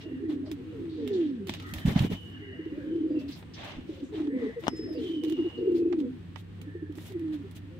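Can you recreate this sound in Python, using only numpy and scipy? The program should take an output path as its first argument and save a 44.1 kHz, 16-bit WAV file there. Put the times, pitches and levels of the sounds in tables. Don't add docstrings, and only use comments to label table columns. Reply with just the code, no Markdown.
import sys
import numpy as np
from scipy import signal
from scipy.fft import rfft, irfft
from scipy.io import wavfile
from scipy.ndimage import uniform_filter1d

SR = 44100
rng = np.random.default_rng(int(sys.argv[2]) if len(sys.argv) > 2 else 0)


def to_linear_factor(level_db):
    exponent = np.asarray(level_db, float) / 20
    return 10 ** exponent


def file_out(sig):
    cols = np.atleast_2d(sig).T
    lim = np.clip(cols, -1, 1)
    pcm = np.round(lim * 32767).astype(np.int16)
    wavfile.write(sys.argv[1], SR, pcm)


N = 343539
T = np.arange(N) / SR
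F = np.fft.rfftfreq(N, 1 / SR) + 1


def unit(x):
    return x / np.sqrt(np.mean(x ** 2))


def colour(x, points):
    hz, db = np.transpose(points)
    return irfft(rfft(x) * to_linear_factor(np.interp(np.log(F), np.log(hz), db)), N)


def band(x, hz, width_hz):
    return irfft(rfft(x) * np.exp(-.5 * ((F - hz) / width_hz) ** 2), N)


def walk(rate_hz):
    return unit(band(rng.standard_normal(N), 0, rate_hz))


def wide(like_hz):
    mid, side = rfft(rng.standard_normal((2, N)))
    share = 1 / np.sqrt(1 + (like_hz / F) ** 2)
    return irfft([mid + share * side, mid - share * side], N)


def place(x, pan_db, lag):
    return np.array([np.roll(x, lag) * to_linear_factor(pan_db / 2), x * to_linear_factor(-pan_db / 2)])


def curves(table):
    rows = np.array(table)
    gate = np.clip(np.minimum(T - rows[0, 0], rows[-1, 0] - T) / 0.0067 + .5, 0, 1)
    return [np.interp(T, rows[:, 0], column) for column in rows[:, 1:].T], gate


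def add(out, s, sound):
    i = int(s * SR)
    out[..., i:i + sound.shape[-1]] += sound[..., :N - i]


def room(x, t60, db):
    t = T[:SR // 3]
    tail = rng.standard_normal((2, len(t))) * np.exp(-np.log(1000) * t / t60) * (t > .004)
    return to_linear_factor(db) * signal.fftconvolve(x, tail / np.sqrt(np.sum(tail[0] ** 2)), axes=1)[:, :N]


def coo(throb_rows, skew, sag, jitter, overtone_db, breath_db, rasp_db):
    clear_from_s = 7.08
    s, hz, db, ms = np.transpose(throb_rows)
    push, bend = np.zeros(N), np.zeros(N)
    for at, peak, half in zip(s, to_linear_factor(db), ms / 1000):
        near = slice(max(int((at - 5 * half) * SR), 0), int((at + 5 * half) * SR))
        late = (T[near] - at) / half
        shape = peak * np.exp(-.5 * (late / np.where(late < 0, 1 - skew, 1 + skew)) ** 2)
        push[near] += shape
        bend[near] -= shape * late
    pitch = np.interp(T, s, hz) * (1 + sag * bend / (push + 1e-4) + jitter * walk(40.1))
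    phase = 2 * np.pi * np.cumsum(pitch) / SR
    breath = to_linear_factor(breath_db - 10 * (T > clear_from_s)) * walk(60)
    tone = np.sin(phase) * (1 + breath) + to_linear_factor(overtone_db) * np.sin(2 * phase)
    rasp = to_linear_factor(rasp_db) * unit(band(rng.standard_normal(N), 343.5, 60))
    return push * (tone + rasp * (T < clear_from_s))


def throbs(notes, gap_s, duty, start_db, end_db):
    crop_hz, sink_db_per_octave = 290, -19
    rows = []
    for first, last, from_hz, to_hz, db in notes:
        x = np.linspace(0, 1, round((last - first) / gap_s) + 1)
        hz = from_hz + (to_hz - from_hz) * x
        swell_db = (start_db * (1 - x) ** 2 + end_db * x ** 2) * (len(x) > 2)
        sink_db = sink_db_per_octave * np.log2(np.maximum(crop_hz / hz, 1))
        half_ms = 1000 * duty * gap_s + 0 * x
        rows += zip(first + (last - first) * x, hz, db + swell_db + sink_db, half_ms)
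    return rows


def song(rolls, glides, singles):
    return sorted(throbs(rolls, gap_s=.032, duty=.3, start_db=-0.6, end_db=-0.9)
                  + throbs(glides, gap_s=.043, duty=0.403, start_db=-3, end_db=-2.5)
                  + [(*row, 11) for row in singles])


def flutter(rows):
    gap = np.minimum(np.diff(np.array(rows)[:, 0], prepend=0, append=9), .04)
    return [(*row, 1000 * .3 * g) for row, g in zip(rows, (gap[1:] + gap[:-1]) / 2)]


def near_bird():
    # first t/s, last t/s, from f/Hz, to f/Hz, level/dB
    rolls = [(0.3663, .435, 296.7, 276, -30), (0.3008, 0.3346, 305, 295, -27)]
    glides = [(0.236, .27, 335, 320, -33.5), (0.489, .64, 309.7, 249.9, -36.5),
              (.815, 1.035, 345, 297.2, -33), (1.06, 1.16, 262.5, 220, -29),
              (1.417, 1.48, 396, 370.1, -36.5), (4.39, 4.48, 245, 205.4, -27),
              (7.215, 7.352, 323, 302, -27), (7.561, 7.686, 290, 301, -48.5),
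              (7.72, 7.774, 345, 360, -48.5)]
    # t/s,
    # f/Hz, level/dB
    singles = [(.52, 325.6, -35), (4.452, 300, -31), (4.655, 330, -35), (6.053, 245.8, -27),
               (6.681, 305.3, -37), (7.116, 392, -40), (7.162, 344.8, -26), (7.41, 280, -33.5)]
    flutter_early = [(2.841, 298.7, -34.0), (2.869, 321, -33.0), (2.883, 306, -31), (2.907, 309.0, -28.0),
                     (2.931, 328, -26.5), (2.958, 343.0, -24.5), (2.985, 334.4, -26.5),
                     (3.015, 311.7, -25.0), (3.044, 325.3, -23.0), (3.062, 326.4, -22.0),
                     (3.085, 316.0, -35), (3.117, 301.8, -24.0), (3.15, 312.5, -26.5), (3.174, 297.0, -23),
                     (3.21, 279.5, -34), (3.247, 275.4, -34.5), (3.271, 281.0, -34.5), (3.296, 288, -32.5),
                     (4.163, 325.0, -30.0), (4.183, 312.0, -29.0), (4.21, 306.2, -24.0),
                     (4.237, 305.3, -24.5), (4.257, 286.5, -29), (4.283, 287.0, -22.5),
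                     (4.303, 282.0, -33.5), (4.332, 271, -25), (4.352, 264, -28.5), (4.366, 263, -27.0)]
    flutter_late = [(4.917, 325.3, -31), (4.937, 318, -35), (4.954, 316, -37), (4.978, 308, -29.5),
                    (4.994, 294.5, -35.5), (5.015, 305.3, -29.5), (5.032, 325, -30.5), (5.051, 356, -29),
                    (5.073, 359, -29), (5.099, 320, -26), (5.118, 334.3, -30), (5.144, 319, -28.5),
                    (5.172, 312, -27), (5.196, 300, -28), (5.247, 311.3, -25), (5.28, 311.4, -23),
                    (5.312, 314.8, -26), (5.326, 336.1, -23.5), (5.342, 300, -29), (5.397, 351.4, -21),
                    (5.426, 303, -27), (5.448, 371, -32.5), (5.467, 336, -23), (5.589, 365.3, -30),
                    (5.615, 368, -29), (5.631, 344.6, -23), (5.657, 376.2, -27.5), (5.681, 382, -19),
                    (5.698, 345.3, -22), (5.726, 353, -22), (5.755, 355, -18), (5.786, 327, -21.5),
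                    (5.81, 349, -20), (5.829, 341, -20), (5.861, 344.5, -20), (5.879, 343.7, -20.5),
                    (5.912, 348.8, -20.5), (5.943, 336, -21), (5.987, 309.8, -21.5), (6.009, 298.4, -22.5),
                    (6.024, 277, -27)]
    rows = sorted(song(rolls, glides, singles) + flutter(flutter_early) + flutter(flutter_late))
    return to_linear_factor(-.3) * coo(rows, skew=0.05, sag=0.03, jitter=0.022, overtone_db=-42, breath_db=-13, rasp_db=-15)


def chucks():
    # t/s, level/dB, f/Hz
    gulps = [(0.06, -33, 312), (0.117, -31.5, 303), (2.59, -30.5, 307), (2.659, -29, 311),
             (2.719, -31, 280), (2.775, -29.5, 289), (3.78, -33.5, 250), (3.89, -30, 306),
             (4.025, -27.5, 268), (4.729, -29, 312), (4.792, -31, 311), (4.853, -34.5, 296),
             (6.75, -32.5, 336), (6.822, -30.5, 298), (6.894, -33, 291), (6.973, -38, 305)]
    out = np.zeros(N)
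    t = T[:4000]
    for s, db, hz in gulps:
        phase = 2 * np.pi * hz * (t + 0.14 * 0.011 * (1 - np.exp(-t / 0.0091)))
        puff = (1 - np.exp(-(t / 0.006) ** 2)) * np.exp(-t / 0.015)
        add(out, s - .003, to_linear_factor(db + 7.0) * puff * (np.sin(phase) + 0.25 * np.sin(1.3 * phase)))
    return out


def second_bird():
    # first t/s, last t/s, from f/Hz, to f/Hz, level/dB
    rolls = [(.211, .239, 402, 402, -37.5), (4.27, 4.31, 425, 439.7, -36.5), (4.34, 4.4, 510, 500, -34.5),
             (4.43, 4.465, 455, 420.8, -28), (4.801, 4.87, 452, 404.7, -39), (5.235, 5.27, 480, 469, -38),
             (5.59, 5.72, 470, 448.5, -31), (5.79, 5.86, 460, 454, -35.5)]
    glides = [(0.751, 0.792, 462.6, 423, -42), (1.001, 1.076, 465, 406.5, -32.5),
              (1.121, 1.216, 401.6, 328.2, -21.5), (1.258, 1.43, 315, 192.5, -26.5),
              (2.431, 2.52, 403.6, 398.7, -43), (2.719, 2.79, 500, 620, -53), (2.82, 2.86, 500, 560.3, -49),
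              (2.891, 2.951, 530, 487, -47.5), (3.082, 3.19, 503.6, 507.7, -45.5),
              (4.964, 5.04, 496, 437.8, -33.5), (6.03, 6.061, 483.4, 488.8, -40),
              (7.723, 7.76, 512, 524.5, -54.5)]
    # t/s, f/Hz, level/dB
    singles = [(1.2, 345, -28), (4.139, 422, -30.5), (4.494, 462.3, -33.5), (4.58, 469.4, -30.5),
               (7.45, 391, -39.5)]
    rows = song(rolls, glides, singles)
    return coo(rows, skew=0.21, sag=.02, jitter=.012, overtone_db=-37.5, breath_db=-11.5, rasp_db=-24.0)


def high_glides():
    # first t/s, last t/s, from f/Hz, to f/Hz, level/dB
    glides = [(.06, 0.098, 640, 640, -56), (0.462, 0.482, 617, 621, -47.5),
              (3.114, 3.26, 609.4, 629.3, -54), (3.902, 4.049, 559.4, 502, -52),
              (4.897, 4.95, 629.8, 631, -51.5)]
    rows = song([], glides, [])
    return coo(rows, skew=0.11, sag=.02, jitter=.02, overtone_db=-37, breath_db=-4.0, rasp_db=-31)


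def wings():
    # t/s, level/dB, swing f/Hz
    beats = [(1.494, -27, 238), (1.728, -29, 176), (1.761, -31, 75.6), (1.852, -14, 163),
             (1.868, -21.5, 70), (1.879, -18.5, 161), (1.899, -24, 237), (1.912, -20.5, 190),
             (1.9595, -10, 187), (2.004, -15, 125), (2.02, -17.5, 140), (2.035, -21.5, 228),
             (2.046, -19.5, 260), (2.1, -26, 248), (2.115, -22, 170), (2.132, -28, 199), (3.76, -44, 32)]
    out, gust = np.zeros(N), np.zeros(N)
    for s, db, hz in beats:
        t = T[:int(2.8 * SR / hz)]
        swing = np.cos(2 * np.pi * (hz * t - 1.4)) * np.hanning(len(t))
        add(out, s - .65 / hz, -to_linear_factor(db) * swing)
        add(gust, s, to_linear_factor(db) * np.exp(-T[:3000] / .028))
    rumble = to_linear_factor(-14) * unit(band(wide(900), 169, 97))
    deep = to_linear_factor(-25) * unit(band(wide(900), 62, 14))
    return place(out, -2.8, 11) + uniform_filter1d(gust, 200) * (rumble + deep)


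def ring(hz, t60, size=3000):
    t = T[:size]
    return np.sin(2 * np.pi * hz * t) * np.exp(-np.log(1000) * t / t60)


def knock():
    # f/Hz, level/dB, t60/s
    modes = [(242.8, -6, 0.019), (700, -3, 0.006), (1260, -17, 0.0053), (2930, -10.5, 0.0063),
             (5400, -9.5, 0.0024)]
    knock_s, knock_db = 4.6815, -8.5
    out = np.zeros(N)
    t = T[:80] - T[40]
    add(out, knock_s, -sum(to_linear_factor(db) * ring(hz, t60) for hz, db, t60 in modes))
    add(out, knock_s - T[40], 1.3 * np.exp(-np.abs(t) / .00017))
    return place(out * to_linear_factor(knock_db), 7, -9)


def three_bands(x):
    # f/Hz, level/dB
    sand = [(290, -35), (600, 0), (1400, -13), (1950, -6.5), (3540, -5.5), (4470, -16), (9500, -30),
            (16000, -31)]
    x = colour(x, sand)
    return [unit(band(x, hz, width)) for hz, width in ((5000, 2800), (950, 740), (12520, 3790))]


def ticks():
    # t/s, level/dB, bright share/dB, left minus right/dB
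    pecks = [(0.462, -53, -28, -1.1), (0.8546, -52.5, -14, 7), (1.961, -34, -28, -5), (7.113, -54, -30, -5),
             (7.281, -56, -30, -9), (5.4, -53, -27, 0), (6.984, -45, -14, 0), (5.497, -52, -25, 0),
             (3.426, -45.5, -24, 0), (4.2713, -45, -18, -6), (4.637, -43, -17, 19), (4.6679, -27.5, -31, 6),
             (5.9259, -41, -43, -22.5), (6.359, -39, -19, -13.5)]
    # t/s, level/dB, bright share/dB
    grit = [(0.5148, -32.5, 0), (1.076, -34, -1.5), (1.471, -33.5, 0), (1.494, -22, -11),
            (1.5378, -27, -7.5), (1.5992, -36, -8), (1.484, -38, -3), (1.521, -45, -12), (1.548, -39, -8),
            (1.5693, -46, -14), (1.6232, -43, -2), (1.69, -43, -6), (1.737, -29, 4.5), (1.8592, -40, 0),
            (2.049, -38, -6), (1.7838, -33, -7), (1.9918, -27, -3), (5.2359, -36.5, -3), (5.247, -41, -6),
            (5.2834, -45, -6), (3.645, -48, 0), (2.654, -51, -15), (2.96, -51, -10), (3.01, -55, -12),
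            (5.72, -54, 1), (6.9232, -55, -2), (6.9536, -51, 1), (7.1945, -53, 2), (5.2975, -38, -2),
            (5.3221, -37.5, -10), (6.6149, -45, 2), (6.002, -45, -8), (7.08, -52, 2), (7.1209, -48, 1),
            (7.5114, -62, 17)]
    # t/s, left minus right/dB
    path = [(2.0, -2.5), (5.0, -10)]
    path_s, path_db = np.transpose(path)
    events = [(*row, 3) for row in pecks]
    events += [(*row, np.interp(row[0], path_s, path_db), -19) for row in grit]
    parts = three_bands(wide(1000))
    blow = np.zeros((3, 2, N))
    t = T[:1500]
    for s, db, bright_db, pan_db, dull_db in events:
        for part, rel_db, fade_s in zip(blow, (0, dull_db, bright_db), (.0015, .003, .001)):
            crack = (1 - np.exp(-t / 0.0006)) * (np.exp(-t / fade_s) + 0.2 * np.exp(-t / 0.012))
            add(part, s, place(to_linear_factor(db + rel_db - 3.5) * crack, pan_db, 0))
    return sum(p * g for p, g in zip(parts, blow))


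def scuffs():
    # t/s, length/ms, level/dB, bright share/dB
    feet = [(0.282, 62, -60, -16), (0.46, 56, -69, -28), (1.74, 97, -60, -1), (1.851, 80, -47.5, -8),
            (1.946, 91, -45.5, -18.5), (2.03, 40, -52.5, -18), (2.092, 68, -54.5, -17),
            (3.352, 58, -67.5, 0.5), (3.561, 192, -52, -36), (4.12, 120, -57, -23), (4.349, 173, -62, -22),
            (4.619, 69, -59.5, -14), (5.361, 192, -63.5, -21), (6.95, 120, -70, 5.5), (7.04, 73, -70, 3),
            (7.319, 38.4, -64.5, -4.5)]
    feathers = [(0, 40, -56, -25), (0.921, 258, -61.5, -47), (1.08, 92, -65, -21), (1.129, 236, -63, -43),
                (1.47, 129, -52, -30), (3.19, 41.3, -62, -14), (3.278, 69, -56.5, -12.5),
                (2.15, 170, -75, -1), (3.535, 59, -62, -19), (3.63, 70, -68, -5), (3.86, 170, -61, -22),
                (4.59, 30, -69.5, -2), (4.755, 35, -66, -9), (4.92, 35.07, -68, -4), (1.6, 111, -66, -14),
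                (1.66, 70, -69.5, 0), (2.0, 69.5, -63, 1), (2.1, 60, -65.5, 0),
                (4.969, 189.7, -55.5, -19.5), (5.219, 136.7, -60, -17), (5.74, 62.77, -60, -9.5),
                (5.981, 33.25, -62.5, -12), (6.37, 43, -63.5, -8), (7.549, 33.1, -60, -2)]
    events = [(*row, 4) for row in feet] + [(*row, -20) for row in feathers]
    grains = uniform_filter1d(to_linear_factor(1.3 * rng.exponential(size=N)) * (rng.random(N) < .05), 12)
    parts = three_bands(wide(900) * (1 + .4 * unit(grains)) * to_linear_factor(.8 * walk(60)))
    stroke = np.zeros((3, N))
    for s, ms, db, bright_db, dull_db in events:
        x = np.linspace(0, 1, int(1.55 * ms * SR / 1000))
        shares_db = np.array([[2.5], [dull_db + 0.5], [bright_db + 8.0]])
        add(stroke, s, to_linear_factor(db + shares_db) * np.sin(np.pi * x ** 0.57) ** 1.41)
    centres_hz = 400 * 1.45 ** np.arange(11)
    patchy = [sum(band(p, hz, .2 * hz) * to_linear_factor(2.5 * walk(25)) for hz in centres_hz) for p in parts]
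    return sum(unit(p) * g for p, g in zip(patchy, stroke))


def scrapes():
    # t/s, length/ms, centre f/Hz, level/dB
    drags = [(0, 60, 5000, -64), (.455, 55, 4500, -63), (.89, 170, 3900, -63.5), (1.128, 46, 3968, -53.5),
             (1.13, 86, 6500, -68), (1.2, 77, 3200, -57.5), (1.888, 45, 1890, -46), (1.99, 14, 3500, -41),
             (2.125, 20, 2000, -49), (3.187, 30, 4620, -60.5), (3.28, 25, 4300, -55),
             (3.315, 56, 4700, -53.5), (3.534, 40, 5130, -53.5), (3.65, 180, 2810, -55.5),
             (4.76, 35, 7000, -64), (5.75, 50, 4510, -61), (7.33, 40, 3800, -63.5),
             (7.555, 39.6, 3200, -65), (.66, 60, 250, -50), (2.52, 60, 620, -61), (3.535, 70, 3300, -58),
             (4.035, 80, 6800, -69), (4.14, 65, 3300, -56), (6.61, 12, 2750, -56), (.3, 40, 3500, -63),
             (5.57, 60, 3900, -66), (5.37, 52, 1080, -57.5), (4.42, 58, 1050, -56.5),
             (5.925, 11, 1400, -46), (1.875, 45, 417, -36.5), (1.96, 19, 705, -35), (2.035, 29, 420, -34),
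             (2.105, 36, 397, -41), (1.22, 30, 13500, -75)]
    width, rise_s = .16, 0.0036
    out = np.zeros((2, N))
    for s, ms, hz, db in drags:
        t = T[:int(2 * ms * SR / 1000)]
        edges = hz * (1 + width) ** np.array([-1., 1.])
        grains = rng.standard_normal((2, 16000)) * to_linear_factor(1.5 * rng.exponential(size=16000))
        resonance = signal.butter(2, edges, "band", fs=SR, output="sos")
        rough = unit(signal.sosfilt(resonance, grains))[:, :len(t)]
        add(out, s, to_linear_factor(db + 3.5) * rough * (1 - np.exp(-t / rise_s)) * np.exp(-(t * 1200 / ms) ** 2))
    return out


def hoarse(hz, gain, smear_hz, flutter_db, overtone_db, pan_db):
    phase = 2 * np.pi * np.cumsum(hz + smear_hz * walk(148.2)) / SR
    tone = (np.sin(phase) + to_linear_factor(overtone_db) * np.sin(2 * phase)) * to_linear_factor(flutter_db * walk(36))
    return place(tone * gain, pan_db, 10)


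def calls(table, smear_hz, flutter_db, pan_db):
    out = 0
    for start, end, from_hz, to_hz, db in table:
        x = np.clip((T - start) / (end - start), 0, 1)
        swell = to_linear_factor(db + 3.0) * np.sin(np.pi * x ** 0.64)
        out = out + hoarse(from_hz + (to_hz - from_hz) * x, swell, smear_hz, flutter_db, -41.5, pan_db)
    return out


def young_birds():
    wheezes = [(-.3, .27, 2900, 2780, -60.5), (1.76, 2.82, 3090, 2790, -55), (2.7, 2.93, 2500, 2360, -71),
               (2.82, 3.12, 3080, 3130, -69.5), (3.13, 3.28, 2750, 2650, -61),
               (4.94, 5.04, 2600, 3200, -62), (5.0, 5.33, 3150, 2950, -53), (5.2, 5.76, 2960, 2790, -52),
               (3.08, 3.2, 4750, 4800, -77), (4.88, 5.0, 5200, 5180, -66), (6.62, 6.98, 1830, 1670, -62.5),
               (2.58, 2.74, 2960, 2930, -63), (5.74, 6.05, 2620, 2450, -70)]
    croaks = [(-.1, .5, 1890, 1750, -65), (.95, 1.5, 1797, 1710, -64), (7.05, 7.35, 1940, 1780, -68),
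              (.66, .8, 2550, 3350, -70), (4.97, 5.2, 3350, 3150, -61), (1.63, 1.92, 1927, 1765, -54),
              (2.24, 2.8, 1760, 1690, -62.5), (2.76, 2.98, 1720, 1600, -61), (2.33, 2.92, 2080, 1740, -62),
              (4.25, 4.68, 1800, 1950, -57), (4.3, 4.6, 2150, 2050, -60), (4.55, 5.15, 1950, 1827, -63),
              (1.58, 1.86, 1320, 1255, -58)]
    return (calls(wheezes, smear_hz=64, flutter_db=2, pan_db=-1.8)
            + calls(croaks, smear_hz=105, flutter_db=2.4, pan_db=1.7))


def whistle():
    # t/s, f/Hz, level/dB
    squeak = [
        (4.64, 5020, -70),
        (4.69, 5170, -57),
        (4.8, 5200, -52),
        (4.91, 5160, -58),
        (4.95, 4950, -60),
        (5.01, 3900, -66),
    ]
    (hz, db), gate = curves(squeak)
    smear_hz = 12 + 2600 * np.clip(T - 4.89, 0, 1)
    return hoarse(hz, to_linear_factor(db) * gate, smear_hz, 1.2, -21, 2.5) * to_linear_factor(1.5)


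def flock(db):
    out = np.zeros((2, N))
    for at, high, long, size, side in rng.random((700, 5)):
        t = T[:int((.03 + .07 * long) * SR)]
        hz = (250 + 290 * high) * (1 - .5 * t)
        note = np.sin(2 * np.pi * np.cumsum(hz) / SR) * np.hanning(len(t)) * to_linear_factor(-8 * size - 15.8 * high)
        add(out, at * N / SR, place(note, 6 * (side - .5), 9))
    return unit(out + room(out, 0.27, 0.52)) * to_linear_factor(db)


def nursery():
    bands = ((1820, -77), (2900, -80))  # f/Hz, level/dB
    return sum(unit(band(wide(900), hz, 110)) * to_linear_factor(db + 4 * walk(4)) for hz, db in bands)


def hum(db):
    # f/Hz, level/dB
    motor = [(97, 0), (170, -7)]
    lines = np.zeros(N)
    for hz, line_db in motor:
        phase = 2 * np.pi * np.cumsum(hz + 2.5 * walk(8)) / SR
        lines += to_linear_factor(line_db + 1.2 * walk(3.1)) * np.sin(phase)
    return place(lines * to_linear_factor(db), -.8, 20)


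def loft_air():
    # f/Hz, level per Hz/dB
    spectrum = [(15, -32), (82, 1), (285, -3.5), (600, -26), (1900, -27.5), (3400, -30.5), (5500, -43),
                (15000, -51)]
    return unit(colour(wide(430), spectrum)) * to_linear_factor(-48) * to_linear_factor(1.32 * walk(2.5))


def whine():
    return unit(band(wide(900), 8250, 180)) * to_linear_factor(-83 + 3 * walk(2))


def scene():
    # t/s, flock level/dB, hum level/dB, coos left minus right/dB
    loft = [(0, -40, -49, -1.5), (.7, -43.5, -49.5, 0), (1.3, -42, -51.5, -2), (1.6, -50, -44.5, 0),
            (2.3, -52.5, -45.5, -2), (3.1, -39.5, -56, 0), (3.45, -57, -51.5, 1), (4.4, -40, -59, 0),
            (4.56, -48, -58, 1), (4.9, -41, -57, 0), (5.3, -46.5, -56, 0), (6.05, -39.5, -51.5, 0.5),
            (6.25, -61.5, -43.5, 2), (6.7, -49.5, -42.5, -1.5), (7.3, -56.5, -45.5, -1.5),
            (7.79, -66.5, -44, 1)]
    (flock_db, hum_db, pan_db), _ = curves(loft)
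    birds = place(near_bird() + chucks(), pan_db, 12)
    birds = birds + place(second_bird(), pan_db, 9) + place(high_glides(), 1.5, 6)
    small = knock() + ticks() + scuffs() + scrapes()
    far = young_birds() + whistle()
    wet = room(birds, 0.045, -18.0) + room(small, 0.046, -13.0) + room(far, 0.18, 1.0)
    background = flock(flock_db) + nursery() + hum(hum_db) + loft_air() + whine()
    return birds + wings() + small + far + wet + background


def band_limit(x):
    return signal.sosfilt(signal.butter(12, 16630, fs=SR, output="sos"), x)


def record(dry):
    # f/Hz, level/dB
    mic_dips = [(8500, 0), (8950, -7), (9600, 0), (10400, 0), (11400, -9), (12400, 0)]
    left = colour(dry[0], [(4000, 0.0045), (9000, -7)])
    ports = colour(np.array([left, dry[1]]), mic_dips)
    top_cut = signal.ellip(8, .2, 60, 15600, fs=SR, output="sos")
    mix = signal.sosfilt(top_cut, ports)
    return band_limit(mix)


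dry = scene()
out = record(dry)
file_out(out)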